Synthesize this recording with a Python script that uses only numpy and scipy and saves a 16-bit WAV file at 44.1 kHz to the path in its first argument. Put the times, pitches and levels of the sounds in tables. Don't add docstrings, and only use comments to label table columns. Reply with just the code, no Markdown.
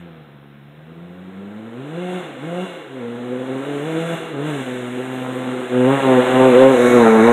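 import sys
import numpy as np
from scipy import signal
from scipy.fft import rfft, irfft
from scipy.io import wavfile

SR = 44100
rng = np.random.default_rng(int(sys.argv[2]) if len(sys.argv) > 2 else 0)


def transcribe(u):
    v = np.clip(np.atleast_2d(u).T, -1, 1)
    q = np.round(v * 32767).astype(np.int16)
    wavfile.write(sys.argv[1], SR, q)


N = 322812

# frequency_hz, relative_db
FLOOR_SPECTRUM = [(30,12),(200,19),(1000,16),(3000,2),(5500,8),(8200,-15),(8800,5),(9400,8),(15500,13)]
# time_s, level_db
BUFFET_LEVEL = [(0,-93),(3,-93),(5.5,-86),(6.25,-62),(6.45,-49),(6.65,-55),(6.78,-66),(7.0,-70),(7.32,-50)]
# frequency_hz, relative_db
BUFFET_SPECTRUM = [(15,54),(30,-36),(70,-26),(120,7),(300,-21),(900,-59)]

# time_s, echo_db (base echo over direct sound),
# behind (0-1, how far the tailpipe faces us), roughness (0-1, under power)
RIDE_PAST = [(0,0,0.06,0.91),(3,13,0.24,0.68),(5.55,-4.5,0.12,0.63),(5.75,1.5,0.03,.17),(6.62,2.5,0,0.26),(6.82,2,0.87,0.35),(7.32,4.5,1,0.1)]
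# time_s, gain_db
APPROACH_GAIN = [(0, -26), (0.6, -29.5), (1.7, -22.5), (2.2, -16), (2.4, -19), (2.65, -15.5), (2.9, -21),
                 (4.15, -13), (4.36, -16), (4.52, -15.5), (4.9, -17.5), (5.65, -12.5), (6.05, -3.5),
                 (6.45, -3.5), (6.72, -6), (7, -1.44), (7.32, 0)]
# time_s, firing_hz
ENGINE_SPEED = [(0.03, 87), (0.3, 71), (0.66, 71), (1.05, 87), (1.4, 97), (1.75, 118.4), (2.01, 180),
                (2.18, 183), (2.28, 148), (2.38, 124), (2.47, 165), (2.65, 189.4), (2.88, 136), (2.97, 130),
                (3.04, 116.7), (3.61, 134.4), (3.67, 145), (3.8, 142), (3.87, 158.4), (4.09, 168.0),
                (4.29, 160), (4.37, 135.5), (4.48, 156.4), (4.62, 128), (4.88, 122.7), (5.05, 129),
                (5.52, 127.0), (5.69, 124.5), (5.85, 126.7), (5.93, 139), (6.19, 125), (6.47, 131),
                (6.53, 121.7), (6.62, 132), (6.71, 134), (6.77, 121.3), (6.95, 123.5), (7.06, 112),
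                (7.21, 110), (7.28, 119)]
# opens_s, shuts_s, strength_db, closing_time_s
THROTTLE_TWISTS = [(-0.1,0.076,-4.5,0.082),(0.096,.87,-9.5,.08),(0.819,1.726,-4.5,0.17),(1.718,2.173,-2.5,.035),(2.37,2.637,-0.5,0.022),(2.87,3.598,0,0.059),(3.598,4.145,1,0.023),(4.301,4.6,3.5,0.045),(4.6,5.417,-1.5,.25),
                   (5.692,5.902,6,.11),(6.008,6.185,0.5,0.048),(6.295,6.459,3,.12),(6.532,6.7,5.5,0.069),(6.74,6.852,-2,.05),(6.86,6.988,0.5,0.084),(6.999,7.401,-4.5,.08)]

# time_s, rasp_db, hiss_db
TREBLE_GAIN = [(0.0, -51, -69), (0.04, -53, -79), (0.44, -57.5, -83.5), (1.75, -50.5, -67),
               (2.16, -39.5, -52), (2.36, -45, -60.5), (2.64, -41, -52), (2.87, -46.5, -62.5),
               (3.35, -44, -58.5), (4.14, -35.5, -46), (4.36, -43.5, -58), (4.5, -35.5, -47),
               (4.85, -39.5, -52), (5.67, -38.5, -51.5), (5.94, -31.5, -44.5), (6.62, -27, -40.5),
               (6.66, -30.5, -42.5), (6.88, -26, -36.5), (7.17, -29, -41.5), (7.25, -24.5, -40)]
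# frequency_hz, relative_db
HISS_FRONT = [(4700,-23),(5300,-25),(5900,-16.5),(6500,-8),(7400,-4),(9500,-8),(11000,-13.5),(12700,-20),(14000,-23),(15500,-30)]
HISS_REAR = [(4700,-37),(5300,-15),(5900,-0.5),(6500,5.5),(7400,3),(9500,-0.5),(11000,-2.5),(12700,-13),(14000,-15.5),(15500,-37)]
# pitch_hz, width_hz, relative_db
SIZZLE_MODES = [(7460,260,-5),(8670,420,3.5),(11900,300,-0.5),(13200,300,-9)]
# frequency_hz, relative_db
RASP_FRONT = [(900,-22),(1600,7),(2100,4),(2450,2),(2800,2.5),(3150,-1),(3550,0.5),(4000,-7),(4400,-52),(6000,-50)]
RASP_REAR = [(900,-8.5),(1500,5.5),(2000,3),(2220,-4.5),(2450,-5),(2750,-8),(3050,-25),(3400,-13),(3720,-4),(4000,-7),(4400,-48),(6000,-52)]
# pitch_hz, width_hz, relative_db
CASING_MODES = [(1564,33,-3),(2133,23,-3),(2795,93,2),(3456,41,-2.5)]
# frequency_hz, relative_db
KNOCK_SPECTRUM = [(800,-10),(1500,-1),(3700,0),(5000,-34)]
# pitch_hz, width_hz
TAILPIPE_MODE = (2215, 36)

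# frequency_hz, relative_db
BARK_SPECTRUM = [(60,-92),(380,-31),(520,4),(660,1),(800,1),(1000,-0.5),(1250,-5.5),(1700,-12),(2200,-18),(3000,-25),(4200,-68),(6000,-72)]
PUFF_SPECTRUM = [(30,-54),(60,-47.5),(130,0),(250,2.5),(380,6.5),(520,-1.5),(680,6),(900,-2.5),(1400,1),(1900,-13.5),(2600,-17.5),(4000,-16),(6000,-74)]
BOOM_SPECTRUM = [(40,-61),(120,-26.5),(230,-10.5),(330,2),(430,0.5),(520,4),(600,-10.5),(750,-26),(1500,-59)]
# frequency_hz, gain_db
PIPE_RESPONSE = [(70,-37),(100,-26),(130,-19.5),(180,-11.5),(225,-13.5),(270,-18),(330,-19),(390,-17),(450,-18),(525,-16.5),(570,-30),(700,-22)]
DRONE_ORDERS = [-3.5, 2.0, -1, -0.5]
# time_s, tilt_db_per_order
DRONE_BRIGHTNESS = [(0,-7),(2.6,-2),(3.1,0),(4.2,-0.5),(4.8,-1.5),(5.9,0.5),(6.6,4.5),(7.32,2.5)]
# centre_s, half_width_s, gain_db
ODD_ORDER_DIP = (7.13, 0.044, -25)

OPENING_S, IDLE_DRIVE = 0.088, 0.31
SHUT_ROUGHNESS = 0.39
BARK_DB, BARK_PER_DRIVE, BARK_PER_APPROACH = -15.0, 0.44, 1.312
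FLOOR_DB, CUTOFF_HZ = -69.5, 15500


def from_db(db):
    return 10 ** (np.asarray(db) / 20)


def rms_one(x):
    return x / np.sqrt(np.mean(x ** 2) + 1e-20)


def in_time(rows):
    time_s, *columns = np.transpose(rows)
    return [np.interp(np.arange(N) / SR, time_s, column) for column in columns]


def drift(rate_hz):
    pole = np.exp(-80 * np.pi * rate_hz / SR)
    slow = signal.lfilter([1], [1, -2 * pole, pole * pole], rng.standard_normal(N // 40 + 2002))[2000:]
    return np.interp(np.arange(N) / 40, np.arange(len(slow)), rms_one(slow))


def colour(x, spectrum, size=4096):
    hz, db = np.transpose(spectrum)
    grid_hz = np.maximum(np.arange(size // 2 + 1) * SR / size, 1)
    cepstrum = irfft(np.log(from_db(np.interp(np.log(grid_hz), np.log(hz), db))))
    response = irfft(np.exp(rfft(2 * cepstrum[:size // 2], size)))
    return rms_one(signal.fftconvolve(x, response)[:N])


def resonate(x, hz, width_hz):
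    r = np.exp(-np.pi * width_hz / SR)
    return rms_one(signal.lfilter([1, 0, -1], [1, -2 * r * np.cos(2 * np.pi * hz / SR), r * r], x))


def blend(a, b, share):
    share = np.clip(share, 0, 1)
    return np.sqrt(1 - share) * a + np.sqrt(share) * b


def still_air():
    return from_db(FLOOR_DB) * colour(rng.standard_normal(N), FLOOR_SPECTRUM)


def buffeting():
    level_db, = in_time(BUFFET_LEVEL)
    return from_db(level_db + 2.5 * drift(7)) * colour(rng.standard_normal(N), BUFFET_SPECTRUM)


def woods(x, wet_db, t60_s, count=260):
    delay_s = rng.uniform(.004, .4, count)
    echoes = np.zeros(SR)
    echoes[(delay_s * SR).astype(int)] = rng.standard_normal(count) * from_db(-60 * delay_s / t60_s)
    wet = signal.fftconvolve(x, echoes / np.linalg.norm(echoes))[:N]
    return blend(x, wet, 1 / (1 + from_db(-wet_db) ** 2))


def throttle():
    t = np.arange(N) / SR
    opening, drive = 0, IDLE_DRIVE
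    for opens_s, shuts_s, strength_db, closing_s in THROTTLE_TWISTS:
        twist = np.clip((t - opens_s) / OPENING_S, 0, 1) * np.clip(1 - (t - shuts_s) / closing_s, 0, 1)
        opening += twist
        drive += from_db(strength_db) * twist
    return np.clip(opening, 0, 1), 20 * np.log10(drive)


def crank(firing_hz, wobble):
    return np.cumsum(firing_hz * (1 + wobble * drift(35))) / SR


def firings(turns, firing_hz, uneven_db, jitter_s):
    on_time = np.interp(np.arange(1, int(turns[-1])), turns, np.arange(N))
    timing, strength = rng.standard_normal((N, 2))[:len(on_time)].T
    onsets = np.clip(on_time + timing * jitter_s * SR, 0, N - 1).astype(int)
    pulses = np.zeros(N)
    pulses[onsets] = from_db(uneven_db * strength)
    return pulses / np.sqrt(firing_hz)


def gas(turns, fade_turns, steady):
    return rng.standard_normal(N) * (steady + np.exp(-(turns % 1) / fade_turns))


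def sizzling_hiss(turns, behind, nearness):
    front = colour(gas(turns, fade_turns=.3, steady=3.4), HISS_FRONT)
    rear = colour(gas(turns, fade_turns=.3, steady=3.4), HISS_REAR)
    shake = colour(gas(turns, fade_turns=.2, steady=0.55), HISS_FRONT)
    rings = sum(from_db(db + 3.4 * drift(5.7)) * resonate(shake, hz, width)
                for hz, width, db in SIZZLE_MODES)
    return blend(front, rear, behind) + from_db(-13.0) * nearness * rings


def exhaust_rasp(turns, firing_hz, behind):
    knocks = colour(gas(turns, fade_turns=0.15, steady=0.18), KNOCK_SPECTRUM)
    ringing = rms_one(sum(from_db(db) * resonate(knocks, hz, width) for hz, width, db in CASING_MODES))
    casing = from_db(0.94) * (firing_hz / 170) ** 2.65 * ringing
    front = from_db(2.18) * colour(gas(turns, fade_turns=1.0, steady=1.0), RASP_FRONT) + casing
    pulses = firings(turns, firing_hz, uneven_db=3.5, jitter_s=.00002)
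    tailpipe = from_db(-3.0) * resonate(pulses, *TAILPIPE_MODE)
    rear = from_db(3.0) * colour(gas(turns, fade_turns=0.5, steady=0.98), RASP_REAR) + tailpipe
    return blend(front, rear, behind)


def exhaust_sputter(turns, firing_hz, rough):
    puff = from_db(3.5) * colour(gas(turns, fade_turns=0.14, steady=0.54), PUFF_SPECTRUM)
    pulses = firings(turns, firing_hz, uneven_db=3.0, jitter_s=0.00017)
    boom = from_db(4.0) * colour(pulses, BOOM_SPECTRUM)
    low_cut = signal.butter(4, 120, "high", fs=SR, output="sos")
    return signal.sosfilt(low_cut, rough * (puff + boom))


def exhaust_bark(turns, firing_hz, rough):
    pulses = firings(turns, firing_hz, uneven_db=3.0, jitter_s=.000015)
    return from_db(0.87) * np.sqrt(1 - rough ** 2) * colour(pulses, BARK_SPECTRUM)


def order_level(order, firing_hz):
    hz, pipe_db = np.transpose(PIPE_RESPONSE)
    resonance_db = np.interp(np.log(order * firing_hz), np.log(hz), pipe_db)
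    tilt_db, = in_time(DRONE_BRIGHTNESS)
    centre_s, half_width_s, depth_db = ODD_ORDER_DIP
    dip_db = depth_db * np.exp(-((np.arange(N) / SR - centre_s) / half_width_s) ** 2)
    return resonance_db + tilt_db * (order - 2) + dip_db * (order % 2)


def exhaust_drone(turns, firing_hz, rough, gain_db):
    stumble_db = 0.75 * rough * drift(50)
    shake_turns = 0.042 * rough * drift(20)
    tones = np.zeros(N)
    for order, base_db in enumerate(DRONE_ORDERS, 1):
        flutter_db = (order - 1) * stumble_db + 1.3 * rough * order * drift(12.5)
        level_db = gain_db + base_db + order_level(order, firing_hz) + flutter_db
        cycles = order * turns + (order - 1) * shake_turns - 0.063 * order ** 2
        tones += np.sqrt(2) * from_db(level_db) * np.cos(2 * np.pi * cycles)
    return signal.sosfilt(signal.butter(3, 50, "high", fs=SR, output="sos"), tones)


def dirt_bike():
    firing_hz, = in_time(ENGINE_SPEED)
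    approach_db, = in_time(APPROACH_GAIN)
    rasp_db, hiss_db = in_time(TREBLE_GAIN)
    echo_db, behind, rough = in_time(RIDE_PAST)
    opening, drive_db = throttle()
    pulse_gain = from_db(BARK_DB + BARK_PER_DRIVE * drive_db + BARK_PER_APPROACH * approach_db)
    nearness = 1 / np.sqrt(1 + from_db(echo_db) ** 2)
    rough = np.clip(rough + SHUT_ROUGHNESS * (1 - opening), .05, .98)
    turns = crank(firing_hz, wobble=.002)
    drone = exhaust_drone(turns, firing_hz, rough, approach_db + drive_db)
    bark = pulse_gain * exhaust_bark(turns, firing_hz, rough)
    sputter = pulse_gain * exhaust_sputter(turns, firing_hz, rough)
    rasp = from_db(rasp_db - 2.5) * exhaust_rasp(turns, firing_hz, behind)
    hiss = from_db(hiss_db - 0.37) * sizzling_hiss(turns, behind, nearness)
    return (drone
            + woods(bark, 2.0 * echo_db - 1.5, t60_s=0.52)
            + woods(sputter, echo_db + 8.0, t60_s=0.58)
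            + woods(rasp, echo_db - 11.5, t60_s=0.89)
            + woods(hiss, echo_db - 19, t60_s=.25))


def scene():
    return dirt_bike() + buffeting() + still_air()


def record(dry):
    rounded = dry / (1 + (dry / 1.05) ** 6) ** (1 / 6)
    notch = signal.cheby2(3, 22, [4450, 4830], "bandstop", fs=SR, output="sos")
    top_cut = signal.ellip(10, .1, 80, CUTOFF_HZ, fs=SR, output="sos")
    return signal.sosfilt(top_cut, signal.sosfilt(notch, rounded))


dry = scene()
out = record(dry)
transcribe(out)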